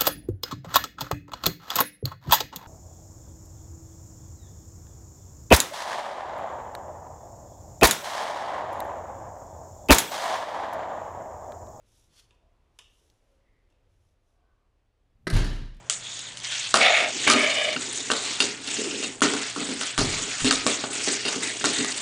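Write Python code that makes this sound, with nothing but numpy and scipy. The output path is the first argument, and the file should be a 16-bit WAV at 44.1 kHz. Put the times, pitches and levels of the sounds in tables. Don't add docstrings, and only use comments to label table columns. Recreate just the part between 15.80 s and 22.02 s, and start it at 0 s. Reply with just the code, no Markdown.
import sys
import numpy as np
from scipy import signal
from scipy.fft import rfft, irfft, next_fast_len
from scipy.io import wavfile

SR = 44100
rng = np.random.default_rng(int(sys.argv[2]) if len(sys.argv) > 2 else 0)


def waveform_to_disk(signal):
    frames = np.transpose(np.atleast_2d(signal))
    scaled = np.clip(frames, -1, 1) * 32767
    samples = np.round(scaled).astype(np.int16)
    wavfile.write(sys.argv[1], SR, samples)


N = 274253


def amp(db):
    return 10 ** (np.asarray(db) / 20)


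def rms_one(x):
    return x / np.sqrt(np.mean(x ** 2) + 1e-20)


def band(x, low_hz, high_hz):
    edges_hz = [low_hz, min(high_hz, .45 * SR)]
    return signal.sosfilt(signal.butter(2, edges_hz, "band", fs=SR, output="sos"), x)


def drift(rate_hz):
    r = np.exp(-80 * np.pi * rate_hz / SR)
    slow = signal.lfilter([1], [1, -2 * r, r * r], rng.standard_normal(N // 40 + 2002))[2000:]
    return np.interp(np.arange(N) / 40, np.arange(len(slow)), rms_one(slow))


def colour(x, spectrum):
    size = next_fast_len(N)
    hz, db = np.transpose(spectrum)
    gain = amp(np.interp(np.log(np.arange(size // 2 + 1) * SR / size + 1), np.log(hz), db))
    return rms_one(irfft(rfft(x, size) * gain, size)[:N])


def grains(per_s, spread_db):
    sizes = amp(spread_db * np.minimum(rng.exponential(1, N), 5)) * rng.choice([-1, 1], N)
    return rms_one(sizes * (rng.random(N) < per_s / SR) + 1e-18)


def resonate(x, peaks):
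    out = 0
    for k, (hz, width, db) in enumerate(peaks):
        r = np.exp(-np.pi * width / SR)
        ring = signal.lfilter([1, 0, -1], [1, -2 * r * np.cos(2 * np.pi * hz / SR), r * r], x)
        out = out + (-1) ** k * amp(db) * (1 - r * r) / 2 * ring
    return out


def stroke(start, stop, rise_s, sag_db, release_db_per_s):
    t = np.arange(N) / SR
    progress = np.clip((t - start) / (stop - start), 0, 1)
    db = -sag_db * progress - release_db_per_s * np.maximum(t - stop, 0)
    return np.clip((t - start) / max(rise_s, .001), 0, 1) * amp(db)


# pitch_hz, relative_db
HISS_SPECTRUM = [(15, -23.5), (30, -6), (70, -4.5), (120, 2), (290, -5), (450, -4), (1000, -4.5),
                 (3000, -14), (10300, -35)]

def background(hum_hz=121.7, hum_db=-58, hiss_db=-51.5):
    hum = amp(hum_db + 1.2 * drift(7.1)) * np.sqrt(2) * np.sin(2 * np.pi * hum_hz * np.arange(N) / SR)
    return hum + amp(hiss_db) * colour(rng.standard_normal(N), HISS_SPECTRUM)


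# start_s, level_db
HOLDER_JOLTS = [(0.096, -59), (0.939, -56), (1.476, -56), (4.185, -24), (4.219, -48), (4.619, -34),
                (4.749, -49)]

def jolts(fade_s=0.63):
    t, swing = np.arange(N) / SR, 0
    for start, db in HOLDER_JOLTS:
        swing = swing + (t > start) * amp(db - 60 * np.maximum(t - start, 0) / fade_s)
    deep_bass = [(10, -25), (25, 5.5), (50, -8), (110, 1.5), (170, 1.5), (300, -29)]
    return swing * colour(rng.standard_normal(N), deep_bass)


# low_hz, high_hz, fade_s, relative_db
ECHO_BANDS = [(148, 700, 0.37, -2), (700, 1420, 0.62, -8), (2000, 2700, 0.41, -13),
              (5130, 8600, 0.067, -48)]

def room(x):
    t = np.arange(SR // 2) / SR
    echo = sum(amp(db - 60 * t / fade_s) * band(rng.standard_normal(len(t)), low, high)
               for low, high, fade_s, db in ECHO_BANDS)
    onset = np.clip(t / 0.0037 - .5, 0, 1)
    return signal.fftconvolve(x, echo * onset / 30)[:N]


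# time_s, level_db, middle_boost_db, top_boost_db
SLIDE_CURVES = [
    [(0.96, -18, -18, -13), (0.988, -34.5, -1, -14), (1.004, -21.5, -4.5, -6), (1.06, -22, 5, 7.5),
     (1.115, -22, -4, 0.5), (1.16, -30, 8.5, 5), (1.266, -30, -4, -5.5), (1.33, -42.5, -3, 8)],
    [(1.47, -28, 4.5, 5), (1.55, -33.5, 3, 2), (1.596, -29, 4.5, 0), (1.74, -32, -0.5, 2),
     (1.76, -27.5, -2, 4), (1.92, -35.5, -3, 3), (1.97, -35, -7, 3)],
]
# pitch_hz, width_hz, relative_db
HOLLOW_BODY = [
    [(675, 140, 2), (1210, 230, -10.5), (1930, 250, -5), (2180, 117, 3), (2520, 510, -4), (3590, 190, -4),
     (4010, 510, -15)],
    [(624, 76, 6.5), (1215, 150, -5), (1670, 57, 0.5), (2270, 240, 5), (2936, 73, 2), (3650, 31, -0.5),
     (4440, 260, -30)],
]

def slides(top_from_hz=2800):
    out, t = np.zeros(N), np.arange(N) / SR
    slips = grains(2500, 2.6) * amp(1.5 * drift(30.0))
    for rows, body in zip(SLIDE_CURVES, HOLLOW_BODY):
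        low = resonate(resonate(slips, body[:1]), [(604, 335, 0.018)])
        middle = resonate(slips, [peak for peak in body[1:] if peak[0] < top_from_hz])
        top = resonate(slips, [peak for peak in body[1:] if peak[0] >= top_from_hz])
        times, *curves = np.transpose(rows)
        level_db, middle_db, top_db = [np.interp(t, times, curve) for curve in curves]
        moving = np.clip((t - times[0]) / 0.0034, 0, 1) * np.clip((times[-1] - t) / 0.023, 0, 1)
        out += moving * amp(level_db) * (low + amp(middle_db) * middle + amp(top_db) * top) / np.std(low)
    return out


# start_s, stop_s, level_db, sag_db
FOOT_DRAGS = [(1.176, 1.46, -42, -2.5), (1.493, 1.676, -33.5, 8.5), (1.85, 2.3, -42.5, 6),
              (2.3, 2.55, -45, 1.5), (2.598, 2.7, -32.5, 9.5), (2.692, 2.957, -54, -11.5),
              (2.98, 3.28, -32, 6.5), (3.444, 3.6, -28.5, 11.5), (3.77, 4.055, -40, 5),
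              (4.184, 4.454, -34, 9), (4.65, 4.86, -34, 9), (4.856, 4.97, -27, 16), (4.98, 5.253, -41.5, 0),
              (5.278, 5.45, -36, 10), (5.444, 5.546, -33, 9), (5.56, 5.833, -35.5, 11.5),
              (5.827, 5.984, -32, 8.5), (5.968, 6.12, -37.5, 6.5)]
# pitch_hz, width_hz, relative_db
RUBBED_BOARDS = [(180, 40, -7), (270, 70, 0), (415, 55, -2), (505, 60, -10)]

def dragging_feet(grip_s=0.0097, release_db_per_s=116.5):
    power = sum((amp(db) * stroke(start, stop, grip_s, sag_db, release_db_per_s)) ** 2
                for start, stop, db, sag_db in FOOT_DRAGS)
    loudness = np.sqrt(power) * amp(2.3 * drift(24.0))
    boards = resonate(grains(900, 2.06), RUBBED_BOARDS)
    return loudness * rms_one(resonate(boards, [(275, 980, 0)]))


def cracks(at, level_db, pitch_hz, fade_s=0.0084, tone_db=-6):
    length = 400
    out, t = np.zeros(N + length), np.arange(length) / SR
    noise = band(rng.standard_normal((len(at), length)), 2800, 9800)
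    tone = amp(tone_db) * np.sin(2 * np.pi * pitch_hz[:, None] * t)
    bursts = amp(level_db[:, None] - 60 * t / fade_s) * (tone + noise)
    np.add.at(out, at[:, None] + np.arange(length), bursts)
    return out[:N]


def strike(at, level_db, notes, spread_db):
    out, chance = np.zeros(N), rng.standard_normal((len(at), 2, len(notes)))
    for k, (hz, note_db, fade_s) in enumerate(notes):
        strength = amp(level_db[:, k] + note_db + spread_db * chance[:, 0, k])
        clicks = np.full(N, 1e-18)
        np.add.at(clicks, at, strength * np.sign(chance[:, 1, k]))
        r, w = amp(-60 / (fade_s * SR)), 2 * np.pi * hz / SR
        out += signal.lfilter([0, np.sin(w)], [1, -2 * r * np.cos(w), r * r], clicks)
    return out


# pitch_hz, relative_db, fade_s
SHELL_NOTES = [(587, 11.5, 0.0091), (663, 9.5, 0.014), (784, -7.5, 0.05), (923, -2.5, 0.023),
               (1130, -1, 0.023), (1232, -2, 0.046), (1364, 1.5, 0.031), (1510, 0.5, 0.034),
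               (1758, -10.5, 0.045), (1840, -3, 0.028), (2320, -12, 0.0073), (2500, -7, 0.01),
               (2780, 5.5, 0.029), (3060, -4, 0.052), (3640, -30, 0.017), (3710, -1.5, 0.12),
               (4290, 5, 0.039), (4805, 4.5, 0.046)]
# pitch_hz, relative_db, fade_s
BOARD_NOTES = [(130, -13, .08), (180, -7, .1), (235, -4, .1), (264, 0, .16), (296, -1, .13), (405, -3, .14),
               (432, -4, .11), (505, -10, .07)]
# start_s, shell_db, part_pitch_hz, thud_db, crack_db, rattle_db
KNOCKS = [(0.098, -20.5, 1410, -52, 4, -16), (0.392, -30, 3010, -59, -16, -12),
          (0.572, -36, 3200, -60, -17, 0.5), (0.716, -32, 2970, -51, -23, -9),
          (0.9412, 1.5, 1330, -23, 8, -5.5), (0.959, -35, 710, -28, -8, -3),
          (1.0105, -22, 2210, -27, -23, -5), (1.4669, -12, 2180, -25, -29, 0),
          (1.477, -2, 1240, -14.5, 2, -11.5), (1.5, -3, 1230, -29, 6, -7), (1.5129, -13, 1290, -28, 3, 2.5),
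          (1.5392, -7.5, 2260, -15, -28, -1.5), (1.618, -21, 1680, -34, -15, 2),
          (1.6607, -18, 2250, -46, -21, -5), (1.7017, -17, 2270, -39, -28, 0),
          (1.929, -19, 2900, -38, -16, -20), (1.963, -10.5, 1960, -25, -23, -11),
          (2.156, -40, 2630, -49, -15, 0), (2.302, -9.5, 1410, -23.5, -17, -8),
          (2.3161, -11.5, 1160, -28, -1.5, -3), (2.6034, -4.5, 2630, -24, 0.5, -7),
          (2.623, -12.5, 2860, -34, -8, -3.5), (2.8741, -24, 2780, -35.5, -14, 0),
          (2.9679, -17.5, 2900, -27.5, -38, -7), (3.2275, -17.5, 2800, -27.5, -21, 0),
          (3.4068, -36, 1180, -46, -14, -7), (3.419, -4, 1320, -11.5, -5, -18),
          (3.4368, -10.5, 1310, -15.5, -15.5, -2.5), (3.536, -16, 1330, -19.5, -9, -1.5),
          (3.7622, -21.5, 1280, -22, -22, 0), (3.814, -25, 3130, -25, -23, -14),
          (3.889, -37, 710, -23.5, -20.5, 0), (4.012, -16, 1520, -34, -8, -4.5),
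          (4.1785, -9, 1250, -14, -2.5, -2), (4.214, -18, 710, -18.5, -26, -21),
          (4.604, -23, 2140, -39, -16, 0), (4.6457, -14, 2350, -10.5, -7, -14),
          (4.668, -13, 2700, -29, -7.5, 0), (4.7095, -3.5, 1530, -27, 4.5, -6),
          (4.8655, -9, 1070, -23, 1, -18), (5.0392, -13, 1260, -26, -27, -14),
          (5.276, -18.5, 720, -16.5, -13, -14), (5.4522, -15, 2900, -24, -11, 0),
          (5.482, -16.5, 3000, -46, -11, -1), (5.558, -28, 2960, -20, -17, -7),
          (5.812, -16.5, 2150, -30, -31, -25), (5.8415, -7, 1460, -20, -6, -3.5),
          (5.857, -13, 1420, -37, -2, -13), (5.9859, -13.5, 2860, -16.5, -24, -1.5),
          (6.046, -16, 2120, -38, -6, -13), (6.181, -23, 3170, -42, -24, -12)]

def knocks(bounces=5, rattle_s=.032, lowest_crack_hz=2950, crack_octaves=0.862):
    start, shell_db, part_hz, thud_db, crack_db, rattle_db = np.array(KNOCKS).T[:, :, None]
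    chance = rng.random((len(KNOCKS), 3, bounces + 1))
    lateness, weakness = chance[:, 0, 1:], chance[:, 1, 1:]
    first_hit = np.zeros_like(start)
    delay_s = np.hstack([first_hit, lateness * rattle_s])
    loss_db = np.hstack([first_hit, np.minimum(rattle_db, 0) - 5.0 * lateness - 6.0 * weakness])
    at = np.minimum(((start + delay_s) * SR).astype(int).ravel(), N - 1)
    octaves_off = np.abs(np.log2(np.array(SHELL_NOTES)[:, 0] / np.repeat(part_hz, bounces + 1)[:, None]))
    near_db = -11.0 * np.minimum(octaves_off, 1.5)
    shell = strike(at, (shell_db + loss_db).reshape(-1, 1) - 11.5 + near_db, SHELL_NOTES, spread_db=3.0)
    boards_db = np.repeat((thud_db + loss_db).reshape(-1, 1) - 11.0, len(BOARD_NOTES), axis=1)
    thud = strike(at, boards_db, BOARD_NOTES, spread_db=2.5)
    crack_hz = lowest_crack_hz * 2 ** (crack_octaves * chance[:, 2])
    return shell + thud + cracks(at, (crack_db + loss_db).ravel() - 6.0, crack_hz.ravel())


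# start_s, stop_s, pitch_hz, level_db
GEAR_WHINES = [(0.19, .52, 3530, -41.5), (0.575, .92, 3190, -39.5), (0.715, 0.903, 2770, -40.5),
               (.98, 1.265, 3560, -33), (2.007, 2.286, 3680, -40), (2.3, 2.478, 3850, -36.5),
               (2.84, 3.294, 2740, -39.5), (2.851, 3.047, 3480, -44), (4.24, 4.4, 2200, -40),
               (5.612, 5.74, 2000, -35), (5.92, 5.993, 3340, -35), (5.902, 6.132, 1910, -36)]

def whines(width_share=0.17, overtone_ratio=1.906, overtone_db=-4):
    out, teeth = np.zeros(N), grains(2500, 2.8) * amp(2.5 * drift(35.0))
    for start, stop, hz, db in GEAR_WHINES:
        span = slice(round(start * SR), round(stop * SR))
        for pitch_hz, level_db in (hz, db), (overtone_ratio * hz, db + overtone_db):
            ring = resonate(teeth[span], [(pitch_hz, width_share * hz, 0)])
            whine = resonate(ring, [(pitch_hz, .3 * hz, 0)])
            out[span] += amp(level_db) * rms_one(whine) * signal.windows.tukey(len(whine), .4)
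    return out


# start_s, stop_s, spin_up_s, whir_db, sag_db, clatter_db, treble_boost_db, body_boost_db
MOTOR_RUNS = [(.099, .11, .004, -40, 2, 6, 0, -12), (.13, .56, .16, -41, 5, 0, -5, -2),
              (.6, .71, .05, -38, 0, 0, -6, -1), (.716, .92, .004, -36, 3, 3, -6, -2),
              (.94, 1.24, .004, -30, 8, 4, -8, 10), (1.26, 1.46, .03, -39, -7, 0, -6, 2),
              (1.475, 1.95, .004, -33, 5, 8, -7, -2), (1.96, 2.295, .05, -39, 1, 0, -2, 2),
              (2.305, 2.6, .004, -37, 0, 2, -4, 4), (2.607, 2.8, .004, -37, 9, 11, -6, 1),
              (2.8, 3.27, .1, -36.5, 2, 0, -2.5, 2), (3.422, 3.74, .004, -30, 8, 8, -5.5, 1),
              (3.77, 3.93, .02, -38, -1, 0, -7, 5), (3.94, 4.1, .08, -32, 4, 0, -4, 0),
              (4.182, 4.64, .004, -34, 1, 4, -4.5, 3), (4.65, 4.7, .004, -27, 4, 0, -9, 0),
              (4.712, 4.85, .004, -30, 7, 3, -5, -5), (4.867, 5.04, .004, -35, 3, 9, -6, 4),
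              (5.08, 5.27, .05, -36, -2, 0, -2, 3), (5.278, 5.44, .004, -30, 8, 1, -6, -1),
              (5.455, 5.56, .004, -36, 0, 2, -4, 8), (5.58, 5.81, .05, -33, 6, 0, -4, 2),
              (5.845, 6.21, .004, -33.5, 4, 3, -2.5, 2)]

def motor(clatter_s=0.037, coast_db_per_s=118, idle_db=-65.5):
    t = np.arange(N) / SR
    power, treble, body = amp(2 * idle_db), 0, 0
    for start, stop, spin_up_s, whir_db, sag_db, clatter_db, treble_db, body_db in MOTOR_RUNS:
        dying = (t > start) * np.exp(-np.maximum(t - start, 0) / clatter_s)
        clatter = dying * (amp(max(clatter_db, 0)) - 1)
        run = (amp(whir_db) * (stroke(start, stop, spin_up_s, sag_db, coast_db_per_s) + clatter)) ** 2
        power += run
        treble += run * treble_db
        body += run * body_db
    return 10 * np.log10(power), treble / power, body / power


# pitch_hz, relative_db
WHIR_SPECTRUM = [(290, -49), (500, -22.5), (619, -9.5), (1050, -12), (1510, -9), (1620, -7), (1840, -3.5),
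                 (2010, -3), (3400, -2), (5270, -4.5), (7580, 6), (8480, -2.5), (9980, -17), (13000, -59),
                 (22000, -120)]
# pitch_hz, width_hz, relative_db
GEARBOX_PEAKS = [(1460, 285, 1.5), (2600, 100, -28), (3330, 82, -12.5), (7500, 460, 2.5)]

def gears(whir_db, treble_db, body_db, swell_db=2.0, flicker_db=4.5):
    teeth = grains(per_s=6000, spread_db=2.0)
    whir = colour(teeth + 0.5 * resonate(teeth, GEARBOX_PEAKS), WHIR_SPECTRUM)
    edges_hz = 350 * 2 ** np.arange(0, 5.1, 1 / 3)
    out = 0
    for k, (low, high) in enumerate(zip(edges_hz, edges_hz[1:])):
        boost_db = treble_db * (low > 4900) + body_db * (low < 1300)
        wobble_db = swell_db * drift(9.6) + flicker_db * low / 8000 * drift(65.0)
        sign = (-1) ** k
        out = out + sign * amp(boost_db + wobble_db) * band(whir, low, high)
    return amp(whir_db + 3.5 + 1.08 * drift(32.0)) * out


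def scene():
    hits = knocks()
    toys = hits + room(hits) + slides() + gears(*motor()) + whines() + dragging_feet()
    airborne = signal.sosfilt(signal.butter(2, 130, "high", fs=SR, output="sos"), toys)
    return (airborne + jolts() + background())[None]


def record(dry):
    cutoff_hz = 10120
    rounded = .75 * np.tanh(dry / .75)
    return signal.sosfilt(signal.ellip(12, .5, 60, cutoff_hz, fs=SR, output="sos"), rounded)


dry = scene()
out = record(dry)
waveform_to_disk(out)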